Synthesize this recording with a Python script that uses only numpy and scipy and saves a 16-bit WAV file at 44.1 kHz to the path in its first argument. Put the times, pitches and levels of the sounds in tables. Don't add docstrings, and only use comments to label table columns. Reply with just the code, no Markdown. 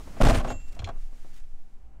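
import sys
import numpy as np
from scipy import signal
from scipy.fft import rfft, irfft
from scipy.io import wavfile
from scipy.ndimage import uniform_filter1d

SR = 44100
rng = np.random.default_rng(int(sys.argv[2]) if len(sys.argv) > 2 else 0)


def wrap_up_sound(samples):
    columns = np.atleast_2d(samples).T
    tamed = np.clip(columns, -1, 1)
    steps = np.round(tamed * 32767).astype(np.int16)
    wavfile.write(sys.argv[1], SR, steps)


N = 88200

# time in seconds, then sway, rumble, cabin noise and cloth levels in dB.
BACKGROUND_LEVELS = [(0, -38.5, -42, -56, -59), (.17, -28.5, -58, -44.5, -59), (.3, -56, -22, -66, -72),
                     (.5, -50, -46, -55, -78), (.58, -38, -40.5, -64.5, -68.5), (.75, -34, -42.5, -54, -66),
                     (.9, -35, -76, -46, -73.5), (1.02, -28, -40.5, -66, -64), (1.1, -35, -55, -60, -69.5),
                     (1.17, -33, -62, -62, -65), (1.3, -28, -64, -59.5, -66), (1.42, -25, -46, -65, -69),
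                     (1.47, -29, -62, -64.5, -71.5), (1.68, -35.5, -59, -64.5, -75),
                     (1.85, -42, -48, -63, -78.5), (2, -41, -46.5, -60.5, -80)]
# frequency in Hz, relative density in dB.
SWAY_SPECTRUM = [(3, 0), (7, 0), (16, -4), (25, -16)]
CABIN_SPECTRUM = [(32, -25), (55, -4.5), (150, -7.5), (172, -8), (261, -9), (403, -16.5), (787, -20.5),
                  (1080, -23.5), (3000, -37), (3900, -63), (6600, -120)]
CLOTH_SPECTRUM = [(710, -27), (1200, -3), (1830, -0.5), (4140, -5.5), (6930, -5), (12800, -14),
                  (15700, -17)]
TRIM_SPECTRUM = [(710, -37), (1200, -2.5), (2520, -5), (3160, -7.5), (3920, -12), (4710, -12.5),
                 (8780, -17), (15700, -35)]
# start in seconds, length in seconds, level in dB.
CLOTH_STROKES = [(.678, 0.025, -59), (0.718, 0.019, -54.5), (0.742, 0.02, -62), (1.328, 0.083, -62)]
# start in seconds, level in dB.
HAND_TAPS = [(.004, -41), (.073, -42.5), (1.127, -51), (1.246, -47.5)]
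# start in seconds, hollow knock level in dB, plastic click level in dB.
IMPACTS = [(.167, -41, -65), (.213, -20.5, -54), (.222, -25.5, -38), (0.244, -25, -54), (.269, -19, -29.5),
           (.303, -21, -37), (.349, -28.5, -32.5), (.404, -30.5, -43), (.446, -28, -49.5), (.476, -34, -48),
           (.503, -25, -45.5), (.766, -46, -85), (0.792, -41.5, -41), (.82, -39, -61), (.844, -78, -36.5),
           (.864, -48, -58), (.873, -36.5, -54), (.889, -33.5, -47.5), (.958, -56, -85), (1.437, -69, -69)]
# frequency in Hz, bandwidth in Hz, relative level in dB.
PADDED_MODES = [(312, 240, 3), (520, 220, 3.5), (694, 120, -1.5), (1060, 300, -4.5)]
HOLLOW_MODES = [(300, 100, -15.5), (524, 77, -5.5), (686.5, 38, -0.5), (805, 84, -4), (1122, 78, -7),
                (1500, 250, -8.5)]
PLASTIC_MODES = [(2340, 270, 4.5), (3335, 230, 6), (4170, 140, 3), (5250, 750, -3), (5750, 210, -3.5),
                 (6860, 460, -3), (10100, 5000, -21)]
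PANEL_MODES = [(147.5, 60, -3.5), (250, 30, 0.5), (348.4, 72, -4), (562, 176, -2), (612.3, 70, 3),
               (639, 210, -5), (798, 70, -10.5), (1093, 220, -7.5), (1340, 590, -14.5)]
DOOR_SKIN_MODES = [(70.3, 27, 4), (114.7, 19, 2.5), (167.4, 39, -3.5)]
# start in seconds, frequency in Hz, level in dB, T60 and rise in seconds.
METAL_MODES = [(.356, 9076, -44, .13, .006), (.369, 9120, -39, .05, .002), (.357, 15330, -57, .18, .003),
               (.4, 11600, -68, .3, .003), (.485, 6675, -45, .15, .002), (.485, 6675, -58, .45, .01),
               (.484, 2719, -46, .35, .008), (.484, 2719, -57, 1.5, .008), (.49, 7354, -47, .55, .012)]
# start in seconds, frequency in Hz, level in dB,
# T60 in seconds, polarity (+1 push, -1 pull).
BOOM_MODES = [(.2145, 18.9, -9.5, .9, 1), (.2235, 38, -12, .7, 1), (.234, 48, -12, .12, -1),
              (.79, 55, -33, .3, 1), (.83, 50, -32, .2, 1), (.7, 15, -26, .5, 1), (.797, 98, -27, .12, 1),
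              (.833, 88, -24, .15, 1), (.9, 18.5, -26, 1., -1), (.974, 17.5, -28, 1.2, 1)]
# time in seconds, then panel, trim and door skin levels in dB.
SLAM_LEVELS = [(.17, -63, -58.5, -69), (.2, -49, -53.5, -64), (.206, -22, -45, -45),
               (.218, -20.5, -27.5, -19), (.24, -24, -34.5, -18.5), (.3, -23, -32.5, -29),
               (.34, -23.5, -34, -28), (.38, -33.5, -37.5, -25.5), (.42, -35, -51, -50),
               (.47, -33.5, -48.5, -44), (.52, -38.5, -46.5, -41), (.56, -51, -80, -42.5),
               (.62, -68, -61, -55.5)]

TIME = np.arange(N) / SR


def amplitude(db):
    return 10 ** (np.asarray(db) / 20)


def unit_rms(x):
    return x / np.sqrt(np.mean(x ** 2))


def envelope(table, column):
    table = np.array(table)
    return amplitude(np.interp(TIME, table[:, 0], table[:, column]))


def shape_spectrum(x, spectrum):
    hz, db = np.array(spectrum).T
    bin_hz = np.arange(N // 2 + 1) * SR / N + 1e-3
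    gain_db = np.interp(np.log(bin_hz), np.log(hz), db, left=-200, right=-200)
    return unit_rms(irfft(rfft(x) * amplitude(gain_db), N))


def resonate(force, modes):
    def response(x):
        return sum((-1) ** k * amplitude(db) / np.sqrt(width)
                   * signal.lfilter(*signal.iirpeak(hz, hz / width, SR), x)
                   for k, (hz, width, db) in enumerate(modes))
    impulse_response = response(signal.unit_impulse(8192))
    return response(force) / np.sqrt(np.sum(impulse_response ** 2))


def damped_mode(start, hz, db, t60, rise):
    age = np.maximum(TIME - start, 0)
    return amplitude(db - 60 * age / t60) * (1 - np.exp(-age / rise)) * np.sin(2 * np.pi * hz * age)


def impact_force(table, column, t60_s, rise_s):
    rows = np.array(table)
    starts, db = rows[:, 0], rows[:, column]
    age = np.maximum(TIME - starts[:, None], 0)
    decays = (1 - np.exp(-age / rise_s)) * amplitude(db[:, None] - 60 * age / t60_s)
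    force = decays.sum(axis=0) * rng.standard_normal(N)
    decay_energy = SR * t60_s / (2 * np.log(1000))
    force[(starts * SR).astype(int)] += 0.6 * amplitude(db) * np.sqrt(decay_energy)
    return force


def random_contacts(per_second=2000, scatter_db=2.5, decay_s=0.002):
    hits = (rng.random(N) < per_second / SR) * amplitude(scatter_db * rng.exponential(size=N))
    puffs = signal.lfilter([1], [1, -np.exp(-1 / (decay_s * SR))], hits)
    return unit_rms(puffs * rng.standard_normal(N))


def cabin_background():
    sway = shape_spectrum(rng.standard_normal(N), SWAY_SPECTRUM)
    rumble = shape_spectrum(rng.standard_normal(N), [(22, -3.5), (35, -12), (60, -10)])
    cabin = shape_spectrum(rng.standard_normal(N), CABIN_SPECTRUM)
    hum = resonate(rng.standard_normal(N), [(776, 14, 0)])
    return (envelope(BACKGROUND_LEVELS, column=1) * sway
            + envelope(BACKGROUND_LEVELS, column=2) * rumble
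            + envelope(BACKGROUND_LEVELS, column=3) * cabin
            + amplitude(-77.5) * hum)


def jacket_rustle(flicker_db=0.5, steps_per_second=28):
    hold = int(SR / steps_per_second)
    steps = np.repeat(rng.standard_normal(N // hold + 1), hold)
    flicker = amplitude(-flicker_db * unit_rms(uniform_filter1d(steps, hold)[:N]))
    hiss = shape_spectrum(rng.standard_normal(N), CLOTH_SPECTRUM)
    return envelope(BACKGROUND_LEVELS, column=4) * flicker * hiss


def cloth_swishes(edge_s=0.008):
    strokes = sum(amplitude(db) * np.clip(np.minimum(TIME - start, start + length - TIME) / edge_s, 0, 1)
                  for start, length, db in CLOTH_STROKES)
    return strokes * shape_spectrum(random_contacts(), CLOTH_SPECTRUM)


def hand_taps():
    return resonate(impact_force(HAND_TAPS, column=1, t60_s=0.055, rise_s=0.0014), PADDED_MODES)


def knocks_and_clicks():
    knocks = resonate(impact_force(IMPACTS, column=1, t60_s=0.072, rise_s=0.0014), HOLLOW_MODES)
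    clicks = resonate(impact_force(IMPACTS, column=2, t60_s=0.058, rise_s=0.0004), PLASTIC_MODES)
    return knocks + clicks


def metal_tinkles():
    return sum(damped_mode(*mode) for mode in METAL_MODES)


def cabin_booms(rise_s=0.003):
    return sum(polarity * damped_mode(start, hz, db, t60, rise_s)
               for start, hz, db, t60, polarity in BOOM_MODES)


def door_slam():
    shaking = (TIME > SLAM_LEVELS[0][0]) & (TIME < SLAM_LEVELS[-1][0])
    contacts = random_contacts()
    panels = envelope(SLAM_LEVELS, column=1) * resonate(contacts, PANEL_MODES)
    trim = envelope(SLAM_LEVELS, column=2) * shape_spectrum(contacts, TRIM_SPECTRUM)
    thud = envelope(SLAM_LEVELS, column=3) * resonate(random_contacts(), DOOR_SKIN_MODES)
    return shaking * (panels + trim + thud)


def scene():
    impacts = door_slam() + cabin_booms() + metal_tinkles() + knocks_and_clicks() + hand_taps()
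    return (impacts + cloth_swishes() + cabin_background() + jacket_rustle())[None]


def record(dry, limit=0.33, leak=0.06, cutoff_hz=15750):
    clipped = np.clip(dry, -limit, limit)
    low_pass = signal.ellip(10, 0.2, 80, cutoff_hz, fs=SR, output="sos")
    return signal.sosfilt(low_pass, clipped + leak * (dry - clipped))


dry = scene()
out = record(dry)
wrap_up_sound(out)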